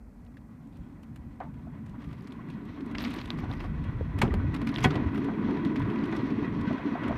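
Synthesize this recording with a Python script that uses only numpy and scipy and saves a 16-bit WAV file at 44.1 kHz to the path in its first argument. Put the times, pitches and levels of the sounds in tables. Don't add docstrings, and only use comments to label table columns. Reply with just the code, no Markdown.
import sys
import numpy as np
from scipy import signal
from scipy.fft import rfft, irfft, next_fast_len
from scipy.io import wavfile
from scipy.ndimage import uniform_filter1d

SR = 44100
rng = np.random.default_rng(int(sys.argv[2]) if len(sys.argv) > 2 else 0)


def unload_audio(sound):
    columns = np.transpose(np.atleast_2d(sound))
    steps = np.round(np.clip(columns, -1, 1) * 32767)
    wavfile.write(sys.argv[1], SR, steps.astype(np.int16))


N = 316549


def from_db(db):
    return 10 ** (np.asarray(db) / 20)


def rms_one(x):
    return x / np.sqrt(np.mean(x ** 2) + 1e-20)


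def peak_one(x):
    return x / np.abs(x).max()


def drift(rate):
    r = np.exp(-80 * np.pi * rate / SR)
    slow = signal.lfilter([1], [1, -2 * r, r * r], rng.standard_normal(N // 40 + 2002))[2000:]
    return np.interp(np.arange(N) / 40, np.arange(len(slow)), rms_one(slow))


def coloured(x, spectrum):
    hz, db = np.transpose(spectrum)
    size = next_fast_len(N)
    log_hz = np.log(np.arange(size // 2 + 1) * SR / size + 1)
    gain = from_db(np.interp(log_hz, np.log(hz), db, left=-90, right=-90))
    return rms_one(irfft(rfft(x, size) * gain, size)[:N])


def ring(x, hz, t60):
    r, w = from_db(-60 / (t60 * SR)), 2 * np.pi * hz / SR
    return signal.lfilter([0, np.sin(w)], [1, -2 * r * np.cos(w), r * r], x + 1e-18)


def band(x, low_hz, high_hz):
    sos = signal.butter(2, [low_hz, min(high_hz, .45 * SR)], "band", fs=SR, output="sos")
    return signal.sosfilt(sos, x)


def add(out, s, piece):
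    i = round(s * SR)
    out[i:i + len(piece)] += piece[:N - i]


def grains(per_s, spread_db):
    sizes = from_db(spread_db * np.minimum(rng.exponential(1, N), 5)) * rng.choice([-1, 1], N)
    return sizes * (rng.random(N) < per_s / SR)


def crushing(patches):
    rise_s, sag_db_per_s, fall_db_per_s = 0.014, 10, 308.5
    out, t = np.zeros(N), np.arange(N) / SR
    for s, length, db in patches:
        sag_db = sag_db_per_s * np.clip(t - s, 0, length)
        fall_db = fall_db_per_s * np.clip(t - s - length, 0, 1)
        out += np.clip((t - s) / rise_s, 0, 1) * from_db(db - sag_db - fall_db)
    return out


# (frequency [Hz], level [dB])
YARD_SPECTRUM = [(190, -38.5), (330, -1), (580, -2.5), (691, -6.5), (724, -1.5), (2520, -21), (3000, -45.5),
                 (3900, -67.5), (6600, -120)]


def yard():
    return from_db(-64) * coloured(rng.standard_normal(N), YARD_SPECTRUM)


# (frequency [Hz], level [dB])
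RUMBLE_SPECTRUM = [(12, -40), (22, -21), (43, 6), (92, 2.5), (110, -16), (140, -28), (240, -120)]


def rumble():
    return rms_one(coloured(rng.standard_normal(N), RUMBLE_SPECTRUM) * from_db(-2.0 * drift(29)))


# (time [s], relative level [dB], frequency [Hz])
LOW_THUMPS = [(0.785, -32, 62.6), (1.189, -32, 65.3), (1.889, -34, 56), (2.059, -31, 66), (3.166, -25, 284),
              (3.424, -21.5, 93), (3.489, -19.5, 108), (3.61, -35, 62.5), (3.674, -22.5, 82),
              (3.777, -41, 51.5), (3.888, -18.5, 139), (3.953, -22, 110), (3.99, -39, 141),
              (4.009, -25.5, 90), (4.15, -18, 100), (4.229, -22, 310), (4.249, -20, 190), (4.266, -28, 262),
              (4.278, -25.5, 430), (4.301, -16, 83), (4.339, -24, 57), (4.342, -15.5, 197),
              (4.373, -18, 87), (4.405, -20, 90), (4.446, -16, 88), (4.66, -26, 294), (4.958, -19.5, 127),
              (5.055, -14.5, 85), (5.188, -12.5, 237), (5.289, -31, 230), (5.33, -22, 296),
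              (5.39, -20, 287), (5.44, -29, 260), (5.591, -18.5, 305), (5.659, -16.5, 222),
              (5.777, -17.5, 288), (5.746, -27, 126), (5.79, -19, 119), (5.841, -24, 119), (5.88, -24, 119),
              (5.98, -22, 270), (6.028, -16, 215), (6.197, -30, 227), (6.389, -18.5, 281),
              (6.557, -21, 235), (6.229, -15, 261), (6.32, -18.5, 280), (6.673, -12.5, 222),
              (6.706, -14, 258), (6.727, -15, 269), (6.741, -18, 259), (6.853, -16.5, 284),
              (6.863, -19.5, 283), (6.919, -17, 245), (6.933, -19.5, 257), (7.05, -24, 262),
              (7.103, -22, 206)]


def low_thumps():
    out, t = np.zeros(N), np.arange(7000) / SR
    for s, db, hz in LOW_THUMPS:
        push = np.sin(2 * np.pi * np.clip(t * hz, 0, 1))
        add(out, s, from_db(db - 4.5) * peak_one(ring(push, hz, t60=0.095 * (100 / hz) ** 0.3)))
    return out


# (frequency [Hz], level [dB])
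DUST_SPECTRUM = [(1500, -20), (2500, 7), (4000, 2.5), (6000, -12), (9000, -21), (12000, -25)]
# (time [s], duration [s], level [dB])
DUST_SCUFFS = [(0.6, 0.09, -87), (0.715, 0.046, -79), (0.81, 0.02, -78), (1.028, 0.01, -79),
               (2.3, 0.027, -74), (2.495, 0.022, -64), (2.98, 0.035, -51), (3.04, 0.022, -49.5),
               (3.095, 0.048, -54), (3.18, 0.06, -61), (5.75, 0.046, -67.5), (5.89, 0.23, -71),
               (6.11, 0.057, -67), (6.2, 0.054, -69)]


def dust(steel_db):
    clumps = grains(5000 * from_db(6.5 * drift(59)), 2.2)
    return (crushing(DUST_SCUFFS) + from_db(steel_db - 25.5)) * coloured(clumps, DUST_SPECTRUM)


# (frequency [Hz], level [dB])
GRIT_SPECTRUM = [(710, -46), (1200, 16), (1280, -5.5), (1950, 6), (3510, -7), (5300, -11), (7100, -23.5),
                 (12200, -23), (13300, -23.5), (15700, -29.5), (16000, -50.5)]
# (time [s], duration [s], level [dB])
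GRIT_PATCHES = [(1.99, 0.3, -63), (2.968, 0.1, -50), (3.078, 0.26, -56.5), (3.37, 0.031, -55),
                (3.49, 0.16, -54.5), (4.176, 0.036, -54), (4.533, 0.023, -62), (4.661, 0.014, -46),
                (4.733, 0.08, -48.5), (4.818, 0.019, -36), (5.135, 0.045, -53), (5.743, 0.62, -68)]


def crunch(steel_db):
    fine = coloured(grains(3000 * from_db(7.4 * drift(48)), 1.9), GRIT_SPECTRUM)
    cracks, pitch_index = grains(600, 3.0), rng.integers(0, 12, N)
    pitches = np.geomspace(1500, 13000, 12)
    rings = sum(hz * ring(cracks * (pitch_index == k), hz, 20.0 / hz) for k, hz in enumerate(pitches))
    loose_grit = from_db(steel_db - 26)
    return (crushing(GRIT_PATCHES) + loose_grit) * rms_one(fine + coloured(rings, GRIT_SPECTRUM))


def crack(noise, hz, treble_hz, t60, treble_db):
    rise_s, treble_decay_share = .0017, 0.85
    t = np.arange(noise.shape[1]) / SR
    steps = from_db(3.1 * rms_one(uniform_filter1d(noise[2], size=60)))
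    fade = steps * (1 - np.exp(-t / rise_s)) * from_db(-60 * t / t60)
    treble_fade = fade * from_db(-60 * t / t60 * (1 / treble_decay_share - 1))
    body = band(band(noise[0] * fade, hz / 7.6, hz * 1.185), 400, hz * 2.02)
    treble = band(band(noise[1] * treble_fade, treble_hz / 2.8, treble_hz * 1.57), 1500, 18000)
    return peak_one(body) + from_db(treble_db) * peak_one(treble)


# (time [s], body peak [dB], treble re body [dB])
GRIT_TICKS = [(0.248, -69, 6), (0.265, -57, -22), (0.342, -57, -18), (0.3695, -51, -13), (0.41, -66, -6),
              (0.671, -65, 2), (0.77, -63, 1), (1.031, -49.5, -9.5), (1.16, -45.5, -7.5),
              (1.402, -45.5, -23), (1.5403, -55, -10), (1.752, -55, -25), (1.862, -53, -6),
              (1.8947, -55, -6), (2.021, -44.5, -23), (2.0424, -46.5, -19), (2.11, -47, -25),
              (2.128, -42.5, -19), (2.2223, -53, -8), (2.273, -46.5, -7), (2.3215, -48, -10),
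              (2.5027, -41.5, -14), (2.6524, -65, 4), (2.806, -43, -20), (2.861, -54, -1),
              (2.913, -43.5, -10.5), (2.9498, -30, -27), (2.9831, -30.5, -27), (3.005, -30, -30),
              (3.0196, -34, -18), (3.0394, -29.5, -38), (3.0514, -35, -34), (3.107, -39, -11),
              (3.1382, -40, -6), (3.164, -47, -6), (3.1852, -33.5, -29), (3.2139, -35.5, -22),
              (3.2394, -53, -15), (3.257, -41.5, -8.5), (3.275, -44, -13), (3.304, -30.5, -24),
              (3.3883, -31.5, -27), (3.498, -53, -22), (3.5352, -36, -23), (3.6037, -31, -36),
              (3.633, -47, -29), (4.186, -32, -12), (4.3396, -25.5, -19), (4.542, -30.5, -15),
              (4.563, -34.5, -19), (4.6157, -35, -18), (4.6704, -27, -19), (4.69, -31, -20),
              (4.784, -28, -26), (4.806, -32, -16), (4.9056, -30.5, -37), (4.9564, -32, -19),
              (5.1452, -35.5, -15), (5.1765, -32, -21), (5.2444, -39, -16.5), (5.5071, -34.5, -23),
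              (5.6496, -36.5, -14), (5.759, -29.5, -24), (5.797, -43, -10), (5.819, -34, -27),
              (5.8998, -37, -24), (5.986, -44, -43), (6.0375, -36, -23), (6.125, -32.5, -24),
              (6.1647, -42, -10), (6.304, -38, -26), (6.39, -41, -35), (6.45, -41, -22), (6.6105, -37, -19),
              (6.7184, -49, -31), (7.0339, -41, -17), (7.0804, -33, -17)]


def ticks(steel_db):
    body_hz, treble_hz, t60, faint_count = 2180, 7200, 0.044, 40
    out = np.zeros(N)
    faint = [(when * N / SR, steel_db[int(when * N)] + 1 + 5 * loud, -18.0 + 3.5 * bright)
             for when, loud, bright in zip(rng.random(faint_count), *rng.standard_normal((2, faint_count)))]
    rows = GRIT_TICKS + faint
    for (s, db, treble_db), noise in zip(rows, rng.standard_normal((len(rows), 4, 3000))):
        shape = np.array([body_hz, treble_hz, t60]) * np.exp(.1 * noise[3, :3])
        add(out, max(s - .0015, 0), from_db(db) * crack(noise, *shape, treble_db))
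    return out


# (time [s], peak [dB], frequency [Hz])
SHARP_SNAPS = [(0.3702, -45.5, 1790), (0.37, -60, 2600), (2.273, -46, 4750), (5.65, -37, 3800),
               (5.763, -43, 1950), (5.797, -52, 6000), (5.96, -35, 2480), (5.961, -52, 5100),
               (5.99, -44, 4200), (6.116, -52, 5940), (6.168, -43, 5600), (6.167, -44, 3900),
               (6.129, -40, 1540), (6.131, -31, 2050), (2.135, -58, 2300), (2.309, -52, 4200),
               (2.3223, -42, 3430), (2.501, -46, 3600), (2.951, -33, 2050), (2.984, -28.5, 5030),
               (2.985, -32, 3200), (2.991, -37, 4100), (3.001, -33, 3300), (3.021, -35, 3600),
               (3.0405, -30, 4200), (3.05, -29, 2170), (3.05, -34, 5000), (2.9535, -30, 2090),
               (3.007, -38, 5200), (3.047, -36, 4900), (3.053, -31, 3300), (3.058, -35, 2280),
               (3.063, -40, 4300), (3.067, -41, 2600), (3.082, -38, 3200), (3.112, -36, 2900),
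               (3.141, -37, 3900), (3.15, -35, 2100), (3.19, -40, 2200), (3.215, -34, 3970),
               (3.258, -36, 3500), (3.279, -43, 2500), (3.3042, -20.5, 3700), (3.515, -33.5, 3650),
               (4.279, -39, 3040), (4.7422, -35, 3520), (4.743, -40, 5500), (4.761, -21.5, 3380),
               (4.7615, -34, 1900), (4.775, -33, 2950), (4.8405, -22, 6500)]


def snaps():
    out, click = np.zeros(N), np.arange(3000) == 0
    for s, db, hz in SHARP_SNAPS:
        t60 = 7.4 / hz
        add(out, s, from_db(db) * peak_one(ring(ring(click, hz, t60), hz, t60)))
    return out


# (time [s], relative level [dB])
GRIT_SQUEAKS = [(3.0031, -54), (3.021, -43), (3.0394, -64), (3.1433, -51), (3.2066, -61), (3.3034, -62)]


def squeaks():
    out, t = np.zeros(N), np.arange(3000) / SR
    for s, db in GRIT_SQUEAKS:
        rubbing = rng.standard_normal(len(t)) * from_db(-60 * t / 0.06)
        add(out, s, from_db(db - 6) * peak_one(ring(rubbing, hz=13200, t60=0.021)))
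    return out


def wood_modes(modes, waver_db):
    out = 0
    for hz, width_hz, db in modes:
        t60 = np.log(1000) / (2 * np.pi * width_hz)
        shaken = ring(ring(rng.standard_normal(N), hz, t60), hz, t60)
        out = out + from_db(db + waver_db * drift(9.1)) * rms_one(shaken)
    return out


# (frequency [Hz], nominal width [Hz], relative level [dB])
FRAME_LOW_MODE = [(118.3, 26, -11)]
FRAME_HIGH_MODE = [(156, 33.7, -6)]


def frame(swing_db):
    low = wood_modes(FRAME_LOW_MODE, waver_db=6.0)
    high = from_db(-0.22 * swing_db) * wood_modes(FRAME_HIGH_MODE, waver_db=3.0)
    return rms_one(low + high)


# (frequency [Hz], nominal width [Hz], relative level [dB])
DECK_LOW_MODES = [(200.4, 27, -9.5), (234.2, 33.8, 1)]
DECK_MIDDLE_MODE = [(283.6, 19.1, -3.5)]
DECK_HIGH_MODES = [(322.3, 29.6, -8.5), (378.4, 41, -12.5), (424, 16.4, -19)]


def deck(swing_db):
    middle = from_db(0.34 * swing_db) * wood_modes(DECK_MIDDLE_MODE, waver_db=2.0)
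    high = from_db(-1 + 0.57 * swing_db) * wood_modes(DECK_HIGH_MODES, waver_db=2.5)
    return (wood_modes(DECK_LOW_MODES, waver_db=1.5) + middle + high) * from_db(-3.0)


# (time [s], note peak [dB], frequency [Hz], rattle re note [dB], contact time [s])
CAR_KNOCKS = [(1.407, -29.5, 748, -4.5, 0.0091), (1.417, -44, 865, -3, 0.008),
              (1.44, -44.5, 704, -6, 0.022), (1.46, -47, 890, -12, 0.029), (1.674, -43, 674, -7, 0.0072),
              (1.945, -45, 945, -2, 0.0066), (2.39, -44.5, 1070, -15, 0.017),
              (3.438, -36, 740, -3.5, 0.0078), (3.503, -43, 736, 7, 0.011), (3.641, -40, 722, 3, 0.023),
              (4.014, -24, 474, -30, 0.0022), (4.188, -50, 930, -15, .007), (4.22, -35, 877, -10, 0.014),
              (4.237, -38, 980, -13, 0.0088), (4.309, -37, 1960, -15, 0.0071),
              (4.314, -40, 1204, -7, 0.024), (4.339, -26, 424, -7.5, 0.0054),
              (4.446, -36, 570, -14, 0.0048), (4.91, -33.5, 1270, -8, 0.013), (4.953, -41, 507, 12.5, 0.01),
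              (4.952, -37.5, 1950, -15, .016), (5.286, -36.5, 750, 5.5, 0.0086),
              (5.485, -39, 647, 5.5, 0.014), (6.125, -38.5, 956, 5, 0.011), (6.672, -36.5, 1510, 1, 0.024),
              (6.706, -29.5, 656, -8, 0.015), (6.78, -42, 1520, 1, 0.014), (6.797, -33, 694, -7, 0.012),
              (6.954, -27.5, 705, -7, 0.0098), (7.036, -40.5, 1465, 8, .014), (7.077, -36, 630, -8, 0.0094),
              (7.097, -33.5, 627, 1, 0.0082), (7.112, -24.5, 655, -5, 0.0058)]


def knocks():
    rattle_t60 = 0.15
    out, t = np.zeros(N), np.arange(8000) / SR
    for s, db, hz, rattle_db, blow_s in CAR_KNOCKS:
        noise = rng.standard_normal(len(t))
        blow = np.sin(np.pi * np.clip(t / blow_s, 0, 1))
        unevenness = 1 + .8 * rms_one(uniform_filter1d(noise[::-1], size=40))
        note = ring(np.sin(2 * np.pi * hz * t) * blow * unevenness, hz, t60=0.02)
        shaken = noise * (1 - np.exp(-t / 0.0041)) * from_db(-60 * t / rattle_t60)
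        rattle = band(band(shaken, hz * 0.64, hz * 1.64), hz * 0.4, hz * 3.45)
        add(out, s - .005, from_db(db) * (peak_one(note) + from_db(rattle_db) * peak_one(rattle)))
    return out


# (frequency [Hz], level [dB])
ROAR_SPECTRUM = [(300, -49.5), (450, -3), (560, -5), (650, -4.5), (820, -11), (1000, -2.5), (1300, -7),
                 (2100, -10), (2800, -19.5), (4200, -26), (4800, -37), (6000, -34.5), (7500, -60),
                 (10000, -59)]
# (frequency [Hz], rolling level [dB], front axle strike [dB],
# rear axle strike [dB], free decay time [s])
STEEL_MODES = [(754, -5.5, -14, 9, 0.15), (993, 17, -7, 13.5, 0.072), (1097, 12, -5, -18, 0.069),
               (1487, 9.5, -15, 7, 0.18), (1712, -4, -16, 1, 0.15), (1937, 12, 16, 7, 0.086),
               (2245, -13.5, 13, 3.5, 0.11), (2505, 3.5, 8, 1, 0.087), (3276, -1, -19, 4, 0.07),
               (4170, -28, 7, -26, 0.13)]


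def rolling_steel():
    roar = coloured(rng.standard_normal(N), ROAR_SPECTRUM) * from_db(0.33 * drift(34))
    roar += band(roar, 2600, 12000) * (from_db(3 * drift(6.3)) - 1)
    impacts = band(band(grains(1500, 2.4), 460, 3800), 400, 5000)
    modes = sum(from_db(db + 1.9 * drift(7.5)) * rms_one(ring(impacts, hz, t60 * 0.62))
                for hz, db, *_, t60 in STEEL_MODES)
    return rms_one((roar + from_db(-2.0) * rms_one(modes)) * from_db(1.55 * drift(15)))


# (frequency [Hz], level [dB], decay time [s])
JOLT_MODES = [(126, 2.5, 0.055), (235, 1, 0.051), (381, -0.5, 0.046)]
# (time [s], ring peak [dB], share of free decay time [1], rattle peak [dB],
# thump peak [dB], chatter duration [s], thump delay [s], crack delay [s], crack body peak [dB],
# treble re body [dB], chatter skew exponent [1])
AXLE_CROSSINGS = [(4.215, -20.5, 0.3, -19.5, -12.5, 0.0088, 0.0176, 0, -17, -13.5, 1),
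                  (4.841, -13.5, 0.63, -21.5, -9.5, 0.02, 0.0146, 0.0012, -14.5, -17.5, 0.44)]


def rail_joint():
    out, t = np.zeros(N), np.arange(12000) / SR
    push = np.sin(2 * np.pi * np.clip(t / 0.0039, 0, 1))
    thump = sum(from_db(db) * ring(push, hz, t60) for hz, db, t60 in JOLT_MODES)
    for axle, (s, ring_db, decay_share, rattle_db, thump_db, chatter_s, thump_delay, crack_delay,
               crack_db, treble_db, skew) in enumerate(AXLE_CROSSINGS):
        noise = rng.standard_normal((5, len(t)))
        contact = np.sin(np.pi * np.clip(t / chatter_s, 0, 1) ** skew)
        chatter = band(noise[0] * contact, 510, 7300)
        ringing = sum(from_db(strike_db[axle]) * peak_one(ring(chatter, hz, t60 * decay_share))
                      for hz, _, *strike_db, t60 in STEEL_MODES)
        rattle = band(noise[1] * (1 - np.exp(-t / 0.0023)) * from_db(-60 * t / 0.18), 206, 970)
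        clack = crack(noise[2:], hz=2060, treble_hz=6500, t60=0.053, treble_db=treble_db)
        add(out, s, from_db(ring_db) * peak_one(ringing) + from_db(rattle_db) * peak_one(rattle))
        add(out, s + crack_delay, from_db(crack_db) * clack)
        add(out, s + thump_delay, from_db(thump_db) * peak_one(thump))
    return out


# (time [s], rumble [dB], frame [dB], deck [dB], steel [dB])
APPROACH = [(0.0, -50, -57.5, -53.5, -74.5), (0.82, -55.5, -52, -46, -66), (1.56, -49.5, -47.5, -46, -63.5),
            (2.44, -61, -43.5, -42, -55), (2.96, -44, -46, -36.5, -51), (3.18, -46.5, -42, -38, -47.5),
            (3.26, -44, -48, -43, -54.5), (3.36, -45, -39.5, -35, -49.5), (3.6, -36.5, -40.5, -40.5, -51.5),
            (4.1, -34.5, -34.5, -43.5, -50), (4.32, -32, -31.5, -33.5, -46.5),
            (4.48, -37.5, -36, -36, -47.5), (4.88, -48, -31, -34.5, -41.5), (5.2, -46, -36.5, -32, -45),
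            (5.6, -63, -38.5, -29.5, -44.5), (5.8, -60, -32, -34, -44), (5.96, -57, -42.5, -32, -42.5),
            (6.54, -54.5, -33.5, -33.5, -42.5), (6.73, -58, -41.5, -34.5, -42), (6.8, -49, -38, -44, -43.5),
            (6.88, -59, -61, -36, -41), (6.99, -52, -44, -41.5, -44), (7.07, -39, -28, -33.5, -39.5),
            (7.18, -47, -44, -39.5, -42)]


def scene():
    times, *gains = np.transpose(APPROACH)
    rumble_db, frame_db, deck_db, steel_db = [np.interp(np.arange(N) / SR, times, db) for db in gains]
    swing_db = steel_db - steel_db.mean()
    lows = from_db(rumble_db) * rumble() + low_thumps()
    rolling = from_db(frame_db) * frame(swing_db) + from_db(deck_db) * deck(swing_db)
    rolling += from_db(steel_db) * rolling_steel()
    grit = crunch(steel_db) + dust(steel_db) + ticks(steel_db) + snaps() + squeaks()
    return (yard() + lows + grit + rolling + knocks() + rail_joint())[None]


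# (frequency [Hz], level [dB])
HISS_SPECTRUM = [(1470, -28), (2500, -43), (2830, -75), (3330, -51.5), (3980, 34.5), (6500, 33.5),
                 (9000, 33.5), (10700, 29), (12500, 33), (14800, 27), (15800, 19.5), (15950, -25)]


def record(dry):
    low_hz, high_hz = 36.4, 16400
    hiss = from_db(-80.5) * coloured(rng.standard_normal(N), HISS_SPECTRUM)
    thinned = signal.sosfilt(signal.butter(3, low_hz, "high", fs=SR, output="sos"), dry + hiss)
    return signal.sosfilt(signal.cheby2(16, 70, high_hz, fs=SR, output="sos"), thinned)


dry = scene()
out = record(dry)
unload_audio(out)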